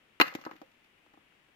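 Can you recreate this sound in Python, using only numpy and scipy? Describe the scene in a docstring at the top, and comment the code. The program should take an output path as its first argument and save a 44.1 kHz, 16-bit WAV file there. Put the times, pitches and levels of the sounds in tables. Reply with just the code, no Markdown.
"""First there is only a faint hiss of air; then a tossed stone strikes another rock twice at a cliff's foot.
It tumbles over gravel and settles. In each contact filtered impulses excite decaying modes (clack, thud),
while a noise burst makes the crunch of grit. Noise responses scatter the sound off the rubble within
milliseconds, then return a soft cliff echo in a diffuse tail. Loose grains patter down, ever fainter."""
import sys
import numpy as np
from scipy import signal
from scipy.fft import rfft, irfft
from scipy.io import wavfile
from scipy.ndimage import uniform_filter1d

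SR = 44100
rng = np.random.default_rng(int(sys.argv[2]) if len(sys.argv) > 2 else 0)


def master_out(mix):
    """Clip the mix to full scale and print it as 16-bit PCM to the path in sys.argv[1]."""
    frames = np.transpose(np.atleast_2d(mix))
    ceiling = np.clip(frames, -1, 1)
    pcm = np.round(ceiling * 32767).astype(np.int16)
    wavfile.write(sys.argv[1], SR, pcm)


N = 68355

# Colour of the outdoor air hiss: (frequency [Hz], relative level [dB])
AIR_SPECTRUM = [(20, -10), (50, -6), (110, -5), (220, -1), (350, -3), (500, -6.5), (1200, -9), (2000, -5.5),
                (2900, -6), (4200, -20), (6000, -25), (15000, -31)]
# Colour of the sound returned by the cliff: (frequency [Hz], gain [dB])
CLIFF_SPECTRUM = [(100, -6), (170, -3), (300, -14), (600, -3.5), (1000, -6.5), (1900, 0.5), (3000, -9),
                  (6000, -4), (14000, -8.5)]
# Colour of crushed and falling grains: (frequency [Hz], gain [dB])
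GRIT_SPECTRUM = [(500, -7.5), (2000, 13), (4400, 4), (6000, 0), (7200, -2.5), (8200, -16), (10500, -16.5),
                 (11900, -5.5), (14000, -1), (15500, -15)]
# Colour of the rubble scatter, on both channels: (frequency [Hz], gain [dB])
RUBBLE_SPECTRUM = [(300, -1), (900, -2), (2000, 0), (4000, -0.5), (13000, -4)]
# Resonances of the stony ground: (frequency [Hz], level [dB], 60 dB decay time [s])
GROUND_MODES = [(198, -35, 0.011), (306, -18.5, 0.037), (413, -31.5, 0.022)]
# Thin high chink of the hardest blows: (frequency [Hz], level [dB], 60 dB decay time [s])
CHINK_MODES = [(12100, -37.5, 0.033), (11750, -31.5, .025), (13400, -37.5, .02), (14200, -38.5, .025),
               (14350, -35.5, .02)]
# Resonances of the stone: (frequency [Hz], level [dB], 60 dB decay time [s])
STONE_MODES = [(532, -37.5, 0.063), (811, -42.5, 0.049), (1183, -48, 0.026), (1282, -45.5, 0.11),
               (1706, -44, 0.02), (2090, -35, 0.02), (2550, -37.5, .05), (2826, -21.5, 0.013),
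               (3640, -34, 0.014), (4123, -29.5, 0.024), (4338, -36, 0.048)]
# Colour of a clack: (frequency [Hz], gain [dB])
CLACK_SPECTRUM = [(30, -57.5), (100, -31.5), (400, -9.5), (650, -3), (1050, 2.5), (1900, 1.5), (3000, -5.5),
                  (3700, -3.5), (4800, 1.5), (6000, -7), (9000, -19), (16000, -25)]
# Contacts of the stone and of pebbles it unsettles:
# (time [s], clack level [dB], clack cutoff [Hz], ground thud level [dB], grit level [dB])
CONTACTS = [ (0.2, 13, 2280, 4, -8.5), (0.2124, 15.5, 3550, -2.5, -2), (0.3251, -12, 1190, -52, -58),
            (0.3393, -44, 4500, -40, -28), (.3510, -0.5, 670, -7, -17.5), (0.387, -15, 1010, -26.5, -65),
            (.4137, -20, 2480, -46, -35), (0.4388, -21.5, 2860, -55.5, -38.5),
            (0.4513, -19, 3900, -31.5, -27.5), (.4640, 0.5, 1134, -12.5, -42),
            (0.4923, -13.5, 1220, -44, -56), (.5128, -12, 1620, -26, -37.5),
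            (.5340, -24.5, 1250, -30.5, -50), (0.5532, -26, 900, -30.5, -76),
            (0.564, -34, 2820, -52, -39.5), (.6160, -3, 678, -24.5, -36.5),
            (.7170, -48.5, 3018, -63, -47.5), (0.845, -46.5, 3124, -55, -47),
            (1.063, -26.5, 900, -43.5, -49.5), (1.1376, -22.5, 1100, -33, -48),
            (1.174, -22.5, 1100, -35, -63), (1.323, -39, 2160, -50.5, -72), (1.4850, -41, 2163, -43, -71)]

AIR_DB, AIR_LEFT_DB, AIR_SHARED_BELOW_HZ = -67, 2.5, 570  # left is raised and right lowered by AIR_LEFT_DB
TAIL_DB, TAIL_T60_S, TAIL_RIGHT_DB = -8.5, 0.33, -2  # near diffuse tail; right gain of the whole return
FAR_DB, FAR_T60_S = -22.5, 0.874  # faint return from farther away
ECHO_DB, ECHO_S, ECHO_WIDTH_S = -15, 0.069, 0.0047  # main face of the cliff
TRICKLE_PER_S, TRICKLE_DB, TRICKLE_FADE_DB_PER_S = 150, -36, 40  # grains knocked loose by the first blow
GRAIN_SPREAD_DB = 3.5  # standard deviation of falling grain levels
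RUBBLE_DB, RUBBLE_SPREAD_S, RUBBLE_RISE_S = 2, 0.0058, 0.00035  # scatter from nearby stones
LATER_HITS_S, LATER_SCATTER_DB = 0.3, -1.5  # hits after this time sound more compact, with less scatter
THUD_SCATTER_DB = -5  # part of the thud that returns from the rubble
GRIT_DECAY_S = 0.00083  # time constant of a crunch
CHINK_FULL_DB, CHINK_GROWTH = 15.5, 2.1  # clack level [dB] of a full chink; dB of chink per dB of clack
LEFT_LEAD_S, RIGHT_CLACK_DB, RIGHT_THUD_DB = 0.00027, -12, -1.5
STOPBAND_HZ = 16500  # attenuation reaches 60 dB here


def from_db(db):
    """A level in decibels is twenty times the logarithm of the amplitude gain."""
    return 10 ** (np.asarray(db) / 20)


def unit_energy(x):
    """Energy is the sum of squared amplitudes; each channel is scaled to 1."""
    return x / np.sqrt(np.sum(x ** 2, axis=-1, keepdims=True) + 1e-20)


def convolve(x, response):
    """Linear superposition: every sample launches a scaled response; the input length is kept."""
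    return signal.fftconvolve(np.atleast_2d(x), response, axes=-1)[:, :np.shape(x)[-1]]


def colour(x, points):
    """Minimum-phase filtering: folding the cepstrum gives a spectrum its causal response."""
    hz, db = np.transpose(points)
    size = 4096
    grid = np.maximum(np.fft.rfftfreq(size, 1 / SR), 1)
    gain_db = np.interp(np.log(grid), np.log(hz), db)
    cepstrum = irfft(np.log(from_db(gain_db)))
    folded = np.r_[cepstrum[0], 2 * cepstrum[1:size // 2]]
    response = irfft(np.exp(rfft(folded, size)))
    return convolve(x, response[None])


def low_pass(x, hz, order):
    """Butterworth low-pass: a maximally flat passband below the cutoff."""
    return signal.sosfilt(signal.butter(order, hz, fs=SR, output="sos"), x)


def ring(x, modes):
    """Modal resonance: an impulse starts each exponentially damped cosine at its crest."""
    out = 0
    for hz, db, t60 in modes:
        radius = from_db(-60 / (t60 * SR))  # decay per sample
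        angle = 2 * np.pi * hz / SR
        zeros = [1, -radius * np.cos(angle)]
        poles = [1, -2 * radius * np.cos(angle), radius ** 2]
        out = out + from_db(db) * signal.lfilter(zeros, poles, x)
    return out


def even_burst(shape, channels):
    """Spectral whitening: noise under an envelope is evened so no frequency stands out; energy 1."""
    x = rng.standard_normal((channels, len(shape))) * shape
    for _ in range(4):
        phase = np.angle(rfft(x))
        x = irfft(np.exp(1j * phase), len(shape))
        local_power = uniform_filter1d(x ** 2, size=60)
        x = x * shape / np.sqrt(local_power + 1e-12)
    return unit_energy(x)


def add(track, s, sound):
    """Superposition: a short sound is summed into the track at time s."""
    start = int(s * SR)
    track[:, start:start + sound.shape[1]] += sound[:, :N - start]


def from_left(x, right_db):
    """Time and level differences: a source on the left reaches the right microphone later and weaker."""
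    x = np.ravel(x)
    t = np.arange(len(x)) / SR
    delayed = np.interp(t - LEFT_LEAD_S, t, x)
    return np.array([x, from_db(right_db) * delayed])


def air():
    """Partial coherence: steady noise is alike on both sides only in the bass."""
    mid, side = rng.standard_normal((2, N))
    side = side - low_pass(side, AIR_SHARED_BELOW_HZ, order=1)
    hiss = colour(np.array([mid + side, mid - side]), AIR_SPECTRUM)
    hiss = unit_energy(hiss) * np.sqrt(N)  # RMS 1
    return from_db([[AIR_DB + AIR_LEFT_DB], [AIR_DB - AIR_LEFT_DB]]) * hiss


def cliff(x, rise_s=0.004):
    """Diffuse reflection: a smeared echo from the rock face within near and far exponential tails."""
    t = np.arange(SR) / SR
    power = (from_db(ECHO_DB) * unit_energy(np.exp(-np.abs(t - ECHO_S) / ECHO_WIDTH_S))) ** 2
    for db, t60 in ((TAIL_DB, TAIL_T60_S), (FAR_DB, FAR_T60_S)):
        tail = (1 - np.exp(-t / rise_s)) * np.exp(-np.log(1000) * t / t60)
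        power = power + (from_db(db) * unit_energy(tail)) ** 2
    response = rng.standard_normal((2, len(t))) * np.sqrt(power)
    return from_db([[0], [TAIL_RIGHT_DB]]) * colour(convolve(x, response), CLIFF_SPECTRUM)


def rubble(x, channels):
    """Multiple scattering: dense reflections from nearby stones in milliseconds, redrawn at each call."""
    t = np.arange(SR // 20) / SR
    shape = (1 - np.exp(-t / RUBBLE_RISE_S)) * np.exp(-t / RUBBLE_SPREAD_S)
    return convolve(x, even_burst(shape, channels))


def trickle():
    """Random impacts at a constant mean rate: loose grains patter after the first blow, ever fainter."""
    age = np.arange(N) / SR - CONTACTS[0][0]
    falls = (rng.random(N) < TRICKLE_PER_S / SR) & (age > 0)
    level_db = TRICKLE_DB - TRICKLE_FADE_DB_PER_S * age
    sizes = from_db(level_db + GRAIN_SPREAD_DB * rng.standard_normal(N))
    return colour(rubble(falls * sizes, channels=2), GRIT_SPECTRUM)


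def crunch(t):
    """Granular fracture: crushed grains sound as a short, exponentially decaying noise burst."""
    return colour(even_burst(np.exp(-t / GRIT_DECAY_S), channels=1), GRIT_SPECTRUM)


def ground(push, low_cut_hz=120, high_cut_hz=520):
    """Damped resonance of the ground, band-limited to a dull thud with little deep bass."""
    band = signal.butter(2, [low_cut_hz, high_cut_hz], "band", fs=SR, output="sos")
    return signal.sosfilt(band, ring(push, GROUND_MODES))


def chink(pulse, clack_db):
    """Nonlinear excitation: high modes grow faster in level than the clack."""
    return from_db(CHINK_GROWTH * (clack_db - CHINK_FULL_DB)) * ring(pulse, CHINK_MODES)


def stone(pulse, cutoff_hz):
    """Contact force and modal ring: a cushioned contact gives a lower cutoff and a duller clack."""
    force = low_pass(pulse, cutoff_hz, order=4)
    return colour(force + ring(force, STONE_MODES), CLACK_SPECTRUM)


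def contacts():
    """Impact radiation: clack, chink, crunch and thud are heard directly and off the rubble."""
    out, radiated = np.zeros((2, N)), np.zeros((1, N))
    t = np.arange(SR // 10) / SR
    pulse = signal.unit_impulse(len(t))
    for s, clack_db, cutoff_hz, thud_db, grit_db in CONTACTS:
        clack = from_db(clack_db) * stone(pulse, cutoff_hz)
        strike = clack + chink(pulse, clack_db) + from_db(grit_db) * crunch(t)
        thud = from_db(thud_db) * ground(pulse)

        scatter_db = RUBBLE_DB + LATER_SCATTER_DB * (s > LATER_HITS_S)
        scatter = from_db(scatter_db) * colour(rubble(strike, channels=2), RUBBLE_SPECTRUM)
        add(out, s, from_left(strike, RIGHT_CLACK_DB) + scatter)

        thud_scatter = from_db(THUD_SCATTER_DB) * rubble(thud, channels=1)
        add(out, s, from_left(thud + thud_scatter, RIGHT_THUD_DB))
        add(radiated, s, (strike + thud).reshape(1, -1))  # what reaches the cliff
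    return out, radiated


def scene():
    """Superposition of air, cliff return, grains and the stone, which lands to the left."""
    near, radiated = contacts()
    return near + cliff(radiated) + trickle() + air()


def record(dry):
    """Band limitation: a steep Chebyshev low-pass cuts the top of the spectrum."""
    return signal.sosfilt(signal.cheby2(14, 60, STOPBAND_HZ, fs=SR, output="sos"), dry)


dry = scene()
out = record(dry)
master_out(out)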